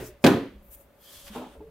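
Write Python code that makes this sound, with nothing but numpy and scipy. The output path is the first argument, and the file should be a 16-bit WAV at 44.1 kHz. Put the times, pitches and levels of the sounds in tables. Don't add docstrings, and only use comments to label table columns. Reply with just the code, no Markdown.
import sys
import numpy as np
from scipy import signal
from scipy.io import wavfile

SR = 44100
rng = np.random.default_rng(int(sys.argv[2]) if len(sys.argv) > 2 else 0)


def wav_record(signal):
    frames = np.transpose(np.atleast_2d(signal))
    bounded = np.clip(frames, -1, 1)
    quanta = np.round(bounded * 32767).astype(np.int16)
    wavfile.write(sys.argv[1], SR, quanta)


def volts_from_db(level):
    exponent = np.asarray(level, float) / 20
    return 10 ** exponent


N = 74970

# (frequency [Hz], level [dB per Hz])
ROOM_TONE = [(35, -34.5), (70, 1.5), (200, -2.5), (600, -5), (900, -10), (2500, -18.5), (6000, -30.5),
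             (15500, -25.5)]
# (time [s], level [dB])
RUMBLE_LEVEL = [(0, -52), (.15, -59), (.2, -65), (.5, -61), (.6, -54.5), (.8, -63), (.95, -72.5),
                (1.1, -73), (1.28, -54), (1.45, -68), (1.7, -56)]
# (frequency [Hz], likeness [0 to 1])
LIKENESS = [(60, 0.93), (250, 0.87), (1000, 0.6), (2000, 0.46), (4000, 0.28), (12000, 0.24)]
# (time [s], level [dB])
AIR_LEVEL = [(.6, -92), (.645, -69), (.7, -64), (.75, -64), (.78, -85), (.97, -82), (1.01, -65),
             (1.08, -61), (1.2, -67), (1.3, -90)]

# (time [s], level [dB])
DRAG_IN = [
    (0.0, -68),
    (0.024, -55),
    (0.07, -49),
    (0.19, -93.5),
    (0.232, -60.5),
    (0.235, -54),
]
FLICK = [(.6, -94), (.63, -70.5), (.7, -69), (.712, -52.5), (.75, -48), (.762, -60.5), (.8, -60.5),
         (.812, -57.5), (.87, -78)]
LONG_SLIDE = [(.95, -87.5), (1.0, -71), (1.04, -60), (1.12, -54.5), (1.15, -50.5), (1.19, -52.5),
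              (1.24, -55.5), (1.265, -52), (1.283, -51), (1.305, -60), (1.33, -58), (1.36, -55),
              (1.41, -60), (1.45, -72), (1.55, -72), (1.62, -86), (1.7, -92)]
# (time [s], level [dB])
RUB = [(1.3, -65), (1.35, -48), (1.4, -54.5), (1.47, -59), (1.55, -64), (1.6, -112), (1.7, -99)]
# (frequency [Hz], level [dB per Hz])
DRAG_TONE = [(880, -36.5), (1500, -23), (1900, -26), (2540, -26.5), (3800, -23), (5450, 7), (15500, 7)]
FLICK_TONE = [(2000, -18), (4000, -15.5), (5700, -44), (7000, -11), (10500, -7), (12500, -0.5), (15500, -7)]
SLIDE_TONE = [(400, -62), (900, -7.5), (2300, -13), (3300, -6), (4040, -6.5), (6500, -9.5), (12500, -6.5),
              (15500, -19)]
RUB_TONE = [(1500, -5.5), (2300, -16.5), (2700, -1.5), (3600, -9.5), (4200, -19.5), (7000, -18.5),
            (9000, -25), (10500, -29)]

# (frequency [Hz], width [Hz], level [dB])
EDGE_NOTES = [(3290, 120, -18), (3140, 124, -19.5), (3440, 190, -19.5), (1740, 170, -23.5),
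              (2290, 770, -32), (4780, 470, -21.5)]
# (time [s], level [dB])
EDGE_EFFORT = [(.93, -4), (1.0, 5.5), (1.09, 10.5), (1.14, 1.5), (1.18, 5.5), (1.23, 1.5), (1.28, 4.5),
               (1.31, 4), (1.7, -15.5)]
# (time [s], level [dB])
SQUEAK_LEVEL = [(1.44, -82), (1.52, -76), (1.55, -74), (1.59, -84), (1.62, -99)]

# (time [s], level [dB],
# frequency [Hz], time to fall 60 dB [s])
BUMPS = [(0.00088, -36.5, 119, 0.29), (0.0039, -37.5, 430, 0.31), (0.016, -32, 368, 0.11),
         (0.0043, -34, 516, 0.12), (0.087, -39, 370, 0.11), (0.033, -45, 630, .15), (.09, -50, 600, 0.24),
         (0.24, -50.5, 440, .15), (0.25, -25.5, 1640, 0.057), (.257, -13, 540, 0.16),
         (0.2587, -14.5, 380, 0.16), (.262, -23, 805, .1), (.37, -28.5, 545, 0.098), (.4, -30.5, 272, .3),
         (0.521, -51, 205, 0.56), (1.355, -31.5, 814, 0.066), (1.355, -32.5, 455.3, .1),
         (1.3, -32.5, 210, 0.11), (1.6, -40, 310, .12), (1.27, -50.5, 560, 0.16), (1.56, -49, 440, 0.2),
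         (1.604, -45.5, 870, 0.069), (1.58, -50, 184, 0.23), (1.67, -48.5, 170, 0.18),
         (1.572, -33, 61, 0.24), (1.609, -37.5, 426, 0.15), (1.615, -32, 68.5, 0.14),
         (1.637, -42.5, 450, 0.194), (1.666, -45, 440, 0.16)]
# (time [s], level [dB], time to fall 60 dB [s])
CRACKS = [
    (0.2404, -23, 0.06),
    (0.2444, -18, 0.043),
    (0.2646, -18.5, 0.067),
    (0.271, -25.5, 0.036),
    (1.149, -57, .06),
    (1.266, -52, 0.14),
    (1.279, -49.5, 0.12),
]
# (frequency [Hz], level [dB per Hz])
CRACK_TONE = [(300, -36), (900, -0.5), (1600, -7), (2600, -2), (4500, -9.5), (8000, -19.5), (13000, -21.5),
              (15500, -25.5)]
ECHO_TONE = [(300, -31), (900, -5.5), (1600, 5.5), (2600, -6), (4500, -7.5), (7000, -21), (11000, -14.5),
             (15500, -21.5)]

# (time [s], level [dB], contact cut-off [Hz])
KNOCKS = [
    (.231, -54, 1497),
    (1.349, -43.5, 2000),
    (1.358, -34.5, 1530),
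    (1.376, -45.5, 1530),
    (1.396, -39.5, 403),
    (1.415, -42.5, 1210),
    (1.438, -44.5, 397),
    (1.462, -44.5, 497),
    (1.55, -52.5, 1500),
    (1.604, -56, 1460),
]
# (frequency [Hz], level [dB], time to fall 60 dB [s])
GUIDE_NOTES = [(189.5, -6.5, 0.094), (249.6, 0.5, 0.24), (447.6, 3, 0.11), (590, -12.5, 0.49),
               (676, -2.5, 0.081), (780, 4.5, 0.036), (870, 2.5, 0.045), (980, -8, 0.059),
               (1390, -13.5, 0.3)]
# (frequency [Hz], level [dB per Hz])
GUIDE_CLATTER = [(60, -35.5), (150, -11), (260, 1.5), (500, -1.5), (900, 0.5), (1600, -16), (3500, -16),
                 (15500, -68)]
# (time [s], level [dB], contact cut-off [Hz])
DROP = [(.2405, -15.5, 3000), (.2435, -17, 2557), (.2465, -10, 2596), (.2575, -11.5, 2446),
        (.2645, -14.5, 4500), (.2715, -15.5, 3560), (.284, -23, 1500), (.302, -18, 887),
        (.318, -31.5, 1200), (.335, -19.5, 696), (.368, -26.5, 801), (.428, -32.5, 402)]
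# (frequency [Hz], level [dB], time to fall 60 dB [s])
TRAY_NOTES = [(137.5, -2.5, 0.11), (194.95, -14, 0.75), (236.4, 5.5, 0.2), (271.3, 2, 0.43),
              (300.6, 1, 0.14), (375.6, 7.5, 0.12), (446, -0.5, 0.27), (537, 2.5, 0.16), (698.7, -3, 0.2),
              (809, -7.5, 0.18), (1002, -9, 0.23), (1536, -8, .1), (1728, -13, 0.19), (2580, -6.5, 0.13)]
# (frequency [Hz], level [dB per Hz])
TRAY_CLATTER = [(40, -43.5), (90, -12.5), (170, -10), (330, -5), (800, -17), (2200, -21), (5000, -34.5),
                (15500, -34)]
# (frequency [Hz], time to fall 60 dB [s])
CLATTER_T60 = [(60, .4), (150, 0.32), (330, 0.32), (800, 0.28), (2500, 0.45), (5000, 0.44), (8000, 0.23),
               (14000, .27)]

NEARNESS = 0.5


def rms_one(x):
    return x / np.sqrt(np.mean(x ** 2) + 1e-20)


def in_time(rows):
    s, db = np.transpose(rows)
    after = db[-1] if s[-1] > 1.5 else -200
    return np.interp(np.arange(N) / SR, s, db, left=-200, right=after)


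def at_hz(points, hz):
    table_hz, values = np.array(points)[:, 0], np.array(points)[:, 1]
    return np.interp(np.log(hz), np.log(table_hz), values)


def tilt(pan_db):
    return volts_from_db(np.array([[pan_db / 2], [-pan_db / 2]]))


def drift(rate_hz):
    r = np.exp(-80 * np.pi * rate_hz / SR)
    noise = rng.standard_normal(N // 40 + 2002)
    slow = rms_one(signal.lfilter([1], [1, -2 * r, r * r], noise)[2000:])
    return np.interp(np.arange(N) / 40, np.arange(len(slow)), slow)


def ring(x, hz, t60):
    r, w = volts_from_db(-60 / (t60 * SR)), 2 * np.pi * hz / SR
    return signal.lfilter([0, np.sin(w)], [1, -2 * r * np.cos(w), r * r], x + 1e-18)


def whistle(hz, width_hz):
    t60 = np.log(1000) / np.pi / width_hz
    once = ring(rng.standard_normal(N + 9000), hz, t60)
    return rms_one(ring(once, hz, t60)[9000:])


def bands(spectrum, patchy_db=0., t60=None, width=1):
    out, power, together = 0, 0, drift(9)
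    t = np.arange(N) / SR
    edges = 25 * 2 ** np.arange(0, 9.7, .4)
    white = rng.standard_normal((2, 2, N + 4000))
    for k, (low, high) in enumerate(zip(edges, edges[1:])):
        band = signal.butter(2, [low, high], "band", fs=SR, output="sos")
        mid, side = signal.sosfilt(band, white[k % 2])[:, 4000:]
        hz = np.sqrt(low * high)
        alike = np.clip(at_hz(LIKENESS, hz), 0, 1) ** width
        gain = volts_from_db(at_hz(spectrum, hz))
        if t60 is None:
            shape = volts_from_db(patchy_db * (together + drift(25)))
        else:
            shape = volts_from_db(-60 * t / at_hz(t60, hz))
        power += gain ** 2 * (high - low) * 4 / SR
        stereo = np.sqrt(1 + alike) * mid + np.sqrt(1 - alike) * side * [[1], [-1]]
        out = out + gain * shape * stereo
    return out / np.sqrt(power)


def room():
    tone = volts_from_db(-63) * bands(ROOM_TONE)
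    fan = volts_from_db(-66.5) * whistle(hz=567.4, width_hz=31.4)
    rumble = volts_from_db(in_time(RUMBLE_LEVEL)) * whistle(hz=57.2, width_hz=28)
    return tone + fan + rumble


def air():
    shared, left, right = [whistle(hz=13800, width_hz=3000) for _ in range(3)]
    return volts_from_db(in_time(AIR_LEVEL)) * (shared + np.array([left, right])) / np.sqrt(2)


def singing():
    notes = 0
    for hz, width_hz, db in EDGE_NOTES:
        wander_db = 3.5 * drift(25)
        notes = notes + volts_from_db(db + wander_db) * whistle(hz, width_hz)
    edge = volts_from_db(in_time(LONG_SLIDE) + in_time(EDGE_EFFORT)) * notes
    squeak = volts_from_db(in_time(SQUEAK_LEVEL)) * whistle(hz=8960, width_hz=310)
    return edge + squeak


def slide(stroke, tone, pan_db):
    return volts_from_db(in_time(stroke)) * bands(tone, patchy_db=0.7) * tilt(pan_db)


def bumps():
    out, t = np.zeros(N), np.arange(N) / SR
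    rise_cycles = 2.5
    for s, db, hz, t60 in BUMPS:
        age = np.maximum(t - s, 0)
        rise = 1 - np.exp(-age * hz / rise_cycles)
        out += volts_from_db(db - 60 * age / t60) * rise * np.sin(2 * np.pi * hz * age)
    return out


def cracks():
    echo_db, echo_t60 = -18.5, 0.42
    puff, echo = 0, 0
    for s, db, t60 in CRACKS:
        age = np.arange(N) / SR - s
        puff = puff + (age >= 0) * volts_from_db(2 * db - 120 * np.abs(age) / t60)
        build_up = np.clip(age / .02, 0, 1)
        echo = echo + build_up * volts_from_db(2 * (db + echo_db) - 120 * np.abs(age) / echo_t60)
    near = np.sqrt(puff) * bands(CRACK_TONE, width=NEARNESS)
    return near + np.sqrt(echo) * bands(ECHO_TONE)


def contacts(rows, spread_s, notes_hz):
    count = len(notes_hz) + 1
    out, t = np.zeros((count, N + 2000)), np.arange(2000) / SR
    swell = np.exp(-t / spread_s) * (1 - np.exp(-4 * t / spread_s))
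    waves = np.exp(2j * np.pi * np.outer(notes_hz, t))
    for s, db, cut_hz in rows:
        touches = rng.standard_normal((count, 2000)) * swell
        strength = np.abs(np.sum(touches[:-1] * waves, axis=1, keepdims=True))
        touches[:-1] /= strength + 1.5
        touches[-1] /= np.sqrt(np.sum(touches[-1] ** 2))
        r = np.exp(-2 * np.pi * cut_hz / SR)
        start = int(s * SR)
        out[:, start:start + 2000] += volts_from_db(db) * signal.lfilter([1 - r], [1, -r], touches)
    return out[:, :N]


def blows(rows, spread_s, notes, notes_db, clatter_db, clatter):
    trains = contacts(rows, spread_s, [hz for hz, db, t60 in notes])
    rung = sum(volts_from_db(db) * ring(train, hz, t60) for train, (hz, db, t60) in zip(trains, notes))
    rattle = signal.fftconvolve(trains[-1:], clatter)[:, :N]
    both = volts_from_db(notes_db) * rung + volts_from_db(clatter_db) * rattle
    return signal.sosfilt(signal.butter(2, 85, "high", fs=SR, output="sos"), both)


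def guide_knocks():
    clatter = bands(GUIDE_CLATTER, t60=CLATTER_T60, width=NEARNESS)
    return blows(KNOCKS, 0.0044, GUIDE_NOTES, notes_db=-2.5, clatter_db=-3.5, clatter=clatter)


def stack_drop(clatter):
    bang = blows(DROP, 0.00081, TRAY_NOTES, notes_db=-7.5, clatter_db=-9.5, clatter=clatter)
    return bang * tilt(-1.0)


def scene():
    clatter = bands(TRAY_CLATTER, t60=CLATTER_T60, width=NEARNESS)
    earlier_blow = volts_from_db(-39.5) * clatter[::-1]
    hits = stack_drop(clatter) + cracks() + guide_knocks()
    paper = slide(DRAG_IN, DRAG_TONE, pan_db=-0.5) + slide(FLICK, FLICK_TONE, pan_db=-0.3)
    paper += slide(LONG_SLIDE, SLIDE_TONE, pan_db=-1) + slide(RUB, RUB_TONE, pan_db=-1)
    return hits + earlier_blow + bumps() + paper + singing() + room() + air()


def roll_off(x):
    return signal.sosfilt(signal.butter(12, 16230, fs=SR, output="sos"), x)


def record(dry):
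    treble = signal.sosfiltfilt(signal.butter(1, 9940, "high", fs=SR, output="sos"), dry)
    uneven = dry + 0.3 * treble * [[1], [-1]]
    heard = 1.535 * np.tanh(1.348 * uneven / 1.478)
    top_cut = signal.ellip(12, .5, 60, 15800, fs=SR, output="sos")
    mix = signal.sosfilt(top_cut, heard)
    return roll_off(mix)


dry = scene()
out = record(dry)
wav_record(out)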